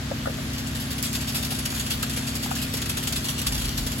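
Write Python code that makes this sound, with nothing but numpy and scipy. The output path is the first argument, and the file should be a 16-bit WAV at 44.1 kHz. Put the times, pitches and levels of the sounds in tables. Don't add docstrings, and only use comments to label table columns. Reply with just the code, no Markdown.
import sys
import numpy as np
from scipy import signal
from scipy.fft import rfft, irfft
from scipy.io import wavfile
from scipy.ndimage import uniform_filter1d

SR = 44100
rng = np.random.default_rng(int(sys.argv[2]) if len(sys.argv) > 2 else 0)


def master_out(mix):
    frames = np.transpose(np.atleast_2d(mix))
    ceiling = np.clip(frames, -1, 1)
    pcm = np.round(ceiling * 32767).astype(np.int16)
    wavfile.write(sys.argv[1], SR, pcm)


N = 176400

# t/s, level/dB, length/s
LUMPS = [(0.53, -36.5, 0.021), (0.58, -32, 0.01), (0.666, -34, 0.013), (0.75, -30, 0.016),
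         (0.797, -35, 0.041), (0.904, -31, 0.025), (0.979, -30.5, 0.01), (1.029, -28.5, 0.056),
         (1.13, -30.5, 0.018), (1.149, -24.5, 0.013), (1.205, -31.5, 0.033), (1.272, -29.5, 0.036),
         (1.345, -26.5, 0.045), (1.426, -27.5, 0.01), (1.444, -27.5, 0.012), (1.505, -28, 0.028),
         (1.547, -31.5, 0.011), (1.587, -29, 0.0079), (1.654, -21.5, 0.0053), (1.701, -27, 0.0069),
         (1.743, -30.5, 0.042), (1.795, -27.5, 0.016), (1.862, -32, 0.013), (1.902, -26, 0.037),
         (2.026, -22.5, 0.0054), (2.095, -30.5, 0.02), (2.131, -32.5, 0.012), (2.162, -28, 0.023),
         (2.269, -29, 0.025), (2.352, -28, 0.012), (2.425, -29.5, 0.039), (2.507, -32, 0.021),
         (2.551, -30.5, 0.051), (2.615, -28, 0.025), (2.737, -26, 0.013), (2.767, -28.5, 0.011),
         (2.817, -24.5, 0.005), (2.856, -28.5, 0.0072), (2.893, -24.5, 0.012), (2.97, -24, 0.013),
         (3.027, -29.5, 0.018), (3.071, -23.5, 0.014), (3.123, -24.5, 0.009), (3.157, -26.5, 0.027),
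         (3.242, -29, 0.024), (3.283, -27.5, 0.027), (3.38, -28, 0.033), (3.414, -29.5, 0.011),
         (3.465, -21.5, 0.011), (3.519, -29, 0.013), (3.544, -30, 0.021), (3.577, -32, 0.049),
         (3.613, -31.5, 0.017), (3.642, -30, 0.026), (3.681, -31.5, 0.015), (3.774, -26.5, 0.021),
         (3.865, -27, 0.011), (3.917, -30, 0.0093), (3.98, -32, 0.019)]
# t/s, level/dB
SPATTER = [(0, -44), (.5, -40.5), (1, -40), (1.5, -37), (2.3, -37.5), (2.6, -38), (3.6, -37), (4, -37.5)]


def flow(attack_s=0.005, release_s=0.0098, lump_boost_db=0.2):
    t = np.arange(N) / SR
    power = undb(curve(SPATTER)) ** 2
    for start, db, length in LUMPS:
        rise = np.clip((t - start) / attack_s + .5, 0, 1)
        fall = np.exp(-np.maximum(t - start - length / 2, 0) / (release_s + length / 2))
        power += (undb(db + lump_boost_db) * rise * fall) ** 2
    return np.sqrt(power)


def grit(per_s, spread_db=3):
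    sizes = undb(spread_db * np.minimum(rng.exponential(size=N), 4.5)) * rng.choice([-1, 1], N)
    return unit(sizes * (rng.random(N) < per_s / SR))


# f/Hz, relative level/dB
DIRECT_TONE = [(300, -39), (1000, -9), (3000, -6), (5500, -5.5), (7500, -1), (9000, 2), (10300, 1),
               (12000, -3), (15500, -9)]
ECHO_TONE = [(200, -13.5), (500, -5), (1000, -3.5), (2000, -3.5), (3400, 6.5), (5000, 3), (7500, -3.5),
             (9200, -44), (11500, 0.5), (15500, -22)]
# f/Hz, left minus right/dB
ECHO_BALANCE = [(300, 20), (1000, -2), (3000, 2), (4500, 0), (15000, 0.5)]


def concrete(landing, spot_count=10, grains_per_s=22000):
    t = np.arange(SR // 16) / SR
    shares = undb(6.5 * np.array([wander(per_s=16) for _ in range(spot_count)]))
    shares /= np.sqrt(np.sum(shares ** 2, axis=0))
    spots = np.array([grit(grains_per_s / spot_count) * landing * share for share in shares])
    walls = np.zeros((2, N))
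    for spot in spots:
        echo = rng.standard_normal((2, len(t))) * fade(t, t60=0.026)
        walls += signal.oaconvolve(np.array([spot, spot]), echo, axes=1)[:, :N]
    lean = np.sqrt(gains(ECHO_BALANCE))
    walls = colour(irfft(rfft(walls) * np.array([lean, 1 / lean]), N), ECHO_TONE)
    direct = colour(spots.sum(axis=0), DIRECT_TONE)
    left = -delay(direct, lag_s=.000218)
    heard = undb(-2.5) * np.array([left, direct]) + undb(-3) * walls
    level = np.sqrt(np.mean(landing ** 2) * np.mean(heard ** 2))
    return patchy(heard) * level


def patchy(x, bands=22, swell_db=1.5):
    place = np.interp(log_frequencies(), np.log([700, 14000]), [0, bands - 1])
    spectrum = rfft(x)
    parts = (irfft(spectrum * np.maximum(1 - abs(place - k), 0), N) for k in range(bands))
    return unit(sum(part * undb(swell_db * wander(per_s=35)) for part in parts))


# t/s, level/dB, f/Hz, relative slap level/dB, delay on the left/s
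CLODS = [(.1125, -15, 500, -19, 0.0036), (.2565, -27.5, 620, 5, -0.0015), (.2725, -13.5, 507, -16, -0.0007),
         (.296, -28.5, 470, -10, 0.0042), (.385, -26, 550, -9, -0.00065), (1.52, -25.5, 704, -11, -0.0016),
         (1.725, -27.5, 684, -11, -0.00073), (2.032, -24, 422, -3, -0.00074),
         (2.173, -27.5, 426, -14, .0003), (2.46, -25.5, 720, -15, -0.0002), (2.511, -18, 650, -9.5, 0.0023),
         (2.739, -27, 427, -14, .0004), (2.973, -26, 374, -12, 0.00066), (3.864, -28, 403, -10, 0.0026)]
# multiple of the clod's pitch, relative level/dB, fade time/s
HOLLOW = [(1, 4.5, 0.018), (1.04, -17.5, 0.12)]


def clods(slap_hz=1460, slap_width_hz=590, attack_s=0.0015, sag_s=0.002, boost_db=0.5):
    out = np.zeros((2, N))
    t = np.arange(SR // 4) / SR
    edges_hz = [slap_hz - slap_width_hz / 2, slap_hz + slap_width_hz / 2]
    band = signal.butter(4, edges_hz, "band", fs=SR, output="sos")
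    sagging = t + 0.56 * sag_s * (1 - np.exp(-t / sag_s))
    swell = 1 - np.exp(-(t / attack_s) ** 2)
    for start, db, hz, slap_db, lag_s in CLODS:
        plop = sum(undb(ring_db) * np.sin(2 * np.pi * hz * multiple * sagging) * fade(t, t60)
                   for multiple, ring_db, t60 in HOLLOW)
        slap = unit(signal.sosfilt(band, rng.standard_normal(len(t)))) * fade(t, t60=0.044)
        hit = undb(db + boost_db) * (plop + undb(slap_db) * slap) * swell
        echo = rng.standard_normal((2, len(t))) * t * fade(t, t60=0.053)
        walls = signal.fftconvolve(hit[None], echo / np.linalg.norm(echo), axes=1)[:, :len(t)]
        heard = np.array([delay(hit, lag_s), hit]) + undb(-4.5) * walls
        i = int(start * SR)
        out[:, i:i + len(t)] += heard[:, :N - i]
    return out * pan(db=2.5)


# t/s, click level/dB, ring level/dB
STONES = [(1.027, -13.5, -31.5), (1.13, -19, -30.5), (1.355, -29, -38), (1.654, -26, -54),
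          (1.907, -21, -48), (2.028, -39, -40), (2.817, -25, -54), (3.127, -23, -54), (3.864, -25, -51)]
ROD_HZ = [3523, 4699, 6282, 7332, 8330, 9670, 11594]
ROD_DB = [-13, -2.5, -11, -4, -7, -15, -10]


def rod(landing, patter_db=-50.5):
    t = np.arange(SR) / SR
    notes = sum(undb(db) * np.sin(2 * np.pi * (hz * t + rng.random() + 0.14 * rng.random((2, 1))))
                for hz, db in zip(ROD_HZ, ROD_DB))
    ring = notes * fade(t, t60=0.27)
    out = np.zeros((2, N + SR))
    patter = grit(per_s=300) * landing
    out[:, :N] = undb(patter_db) * unit(signal.fftconvolve(patter[None], ring, axes=1)[:, :N])
    bright = signal.butter(2, 4000, "high", fs=SR, output="sos")
    for start, click_db, ring_db in STONES:
        click = signal.sosfilt(bright, rng.standard_normal((2, SR))) * fade(t, t60=0.012)
        rattle = rng.standard_normal(SR) * fade(t, t60=0.13)
        rough_ring = signal.fftconvolve(rattle[None] / np.linalg.norm(rattle), ring, axes=1)[:, :SR]
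        i = int(start * SR)
        out[:, i:i + SR] += undb(click_db) * click + undb(ring_db) * rough_ring
    return out[:, :N]


# t/s, level/dB
SQUELCH = [(0, -46), (1, -48), (1.6, -48.5), (2.3, -48), (2.6, -42), (3.2, -50), (3.6, -54), (4, -80)]


def squelch(landing, pockets_per_s=450, middle_hz=2684, pitch_rise=0.11):
    out = np.zeros((2, N + SR))
    for when, pitch, size, *phases in rng.random((int(pockets_per_s * N / SR), 5)):
        hz = middle_hz * 2 ** (0.494 * np.arcsin(2 * pitch - 1))
        life_s = 44 / hz
        t = np.arange(int(life_s * SR)) / SR
        cycles = hz * t * (1 + pitch_rise * t / life_s / 2) + np.array(phases)[:, None]
        i = int(when * N)
        out[:, i:i + len(t)] += undb(16 * size) * np.sin(2 * np.pi * cycles) * fade(t, life_s)
    return unit(out[:, :N] * np.sqrt(landing)) * undb(curve(SQUELCH)) * pan(db=5.0)


# t/s, speed/(turns per s), boost of its upper hum/dB
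ENGINE_LOAD = [(0.0, 32.8, -1), (1.2, 32.8, .5), (1.9, 32, -1), (2.45, 33, 2), (3.05, 33.25, -1.8),
               (3.7, 32.7, -1.5), (4.0, 32.4, -0.5)]
FOUR_MULTIPLES = [4, 5, 6, 8, 9, 10, 11, 14, 16, 20]
FOUR_DB = [-40.5, -50, -60, -39, -44.5, -43.5, -49, -38.5, -39, -53.5]
SIX_MULTIPLES = [4, 5, 6, 8, 12, 36]
SIX_DB = [-46, -48, -41, -51, -46, -57.5]
# f/Hz, relative level/dB
RUMBLE_TONE = [(22, -55), (32, -25), (45, -5.5), (65, -6.5), (140, -5.5), (190, -8.5), (300, -6.5),
               (420, -13), (700, -24), (1500, -58)]
CLATTER_TONE = [(200, -6), (400, -5.5), (620, 2.5), (950, -0.5), (1600, 3), (2400, -1), (3500, -0.5),
                (5500, -5), (8000, -12), (11000, -57), (15500, -36)]


def engines(six_firing_hz=104.92, rumble_db=-40.5, clatter_db=-38):
    speed, load_db = curve(ENGINE_LOAD), curve(ENGINE_LOAD, column=2)
    four, four_cycles = exhaust(speed / 2, FOUR_MULTIPLES, FOUR_DB, load_db)
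    six, six_cycles = exhaust(six_firing_hz / 6, SIX_MULTIPLES, SIX_DB)
    firing = np.cos(2 * np.pi * 4 * four_cycles) + np.cos(2 * np.pi * 6 * six_cycles)
    clatter = colour(rng.standard_normal((2, N)) * np.exp(0.038 * firing), CLATTER_TONE)
    rumble = colour(rng.standard_normal(N) + undb(-12) * rng.standard_normal((2, N)), RUMBLE_TONE)
    hum = four * pan(db=1.7) + six * pan(db=-2.5)
    return hum + undb(rumble_db) * rumble + undb(clatter_db) * clatter * pan(db=1.5)


def exhaust(cycle_hz, multiples, levels_db, load_db=0, flutter_db=0.37):
    cycles = np.cumsum(cycle_hz * (1 + 0.00095 * wander(per_s=4.96))) / SR
    hum = np.zeros(N)
    for multiple, db in zip(multiples, levels_db):
        level = undb(db + load_db * (multiple >= 14) + flutter_db * wander(per_s=8.84))
        hum += level * np.sin(2 * np.pi * (multiple * cycles + rng.random()))
    return np.sqrt(2) * hum, cycles


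# t/s, level/dB
THUMPS = [(0, -50), (2.8, -58), (3.12, -38), (3.35, -52), (3.44, -42), (3.49, -31), (3.7, -33), (3.82, -34),
          (4, -50)]
# f/Hz, relative level/dB
THUMP_TONE = [(24, -42), (35, -11), (48, 1), (60, -7), (90, -18), (200, -29), (500, -71)]


def handling():
    return colour(rng.standard_normal(N), THUMP_TONE) * undb(curve(THUMPS))


def undb(db):
    return 10 ** (np.asarray(db) / 20)


def unit(x):
    return x / np.sqrt(np.mean(x ** 2))


def curve(table, column=1):
    points = np.array(table, float)
    return np.interp(np.arange(N) / SR, points[:, 0], points[:, column])


def log_frequencies():
    return np.log(np.arange(N // 2 + 1) * SR / N + 1)


def gains(table):
    hz, db = np.array(table, float).T
    return undb(np.interp(log_frequencies(), np.log(hz), db))


def colour(x, table):
    return unit(irfft(rfft(x) * gains(table), N))


def wander(per_s):
    hold = int(SR / per_s)
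    steps = np.repeat(rng.standard_normal(400), hold)[:N + 2 * hold]
    return unit(uniform_filter1d(uniform_filter1d(steps, hold), hold)[hold:N + hold])


def pan(db):
    return undb(np.array([[db], [-db]]) / 2)


def fade(t, t60):
    return np.exp(-np.log(1000) * t / t60)


def delay(x, lag_s):
    hz = np.arange(len(x) // 2 + 1) * SR / len(x)
    return irfft(rfft(x) * np.exp(-2j * np.pi * hz * lag_s), len(x))


def scene():
    landing = flow()
    return engines() + concrete(landing) + squelch(landing) + clods() + rod(landing) + handling()


def record(dry):
    return signal.sosfilt(signal.ellip(10, .2, 80, 15900, fs=SR, output="sos"), dry)


dry = scene()
out = record(dry)
master_out(out)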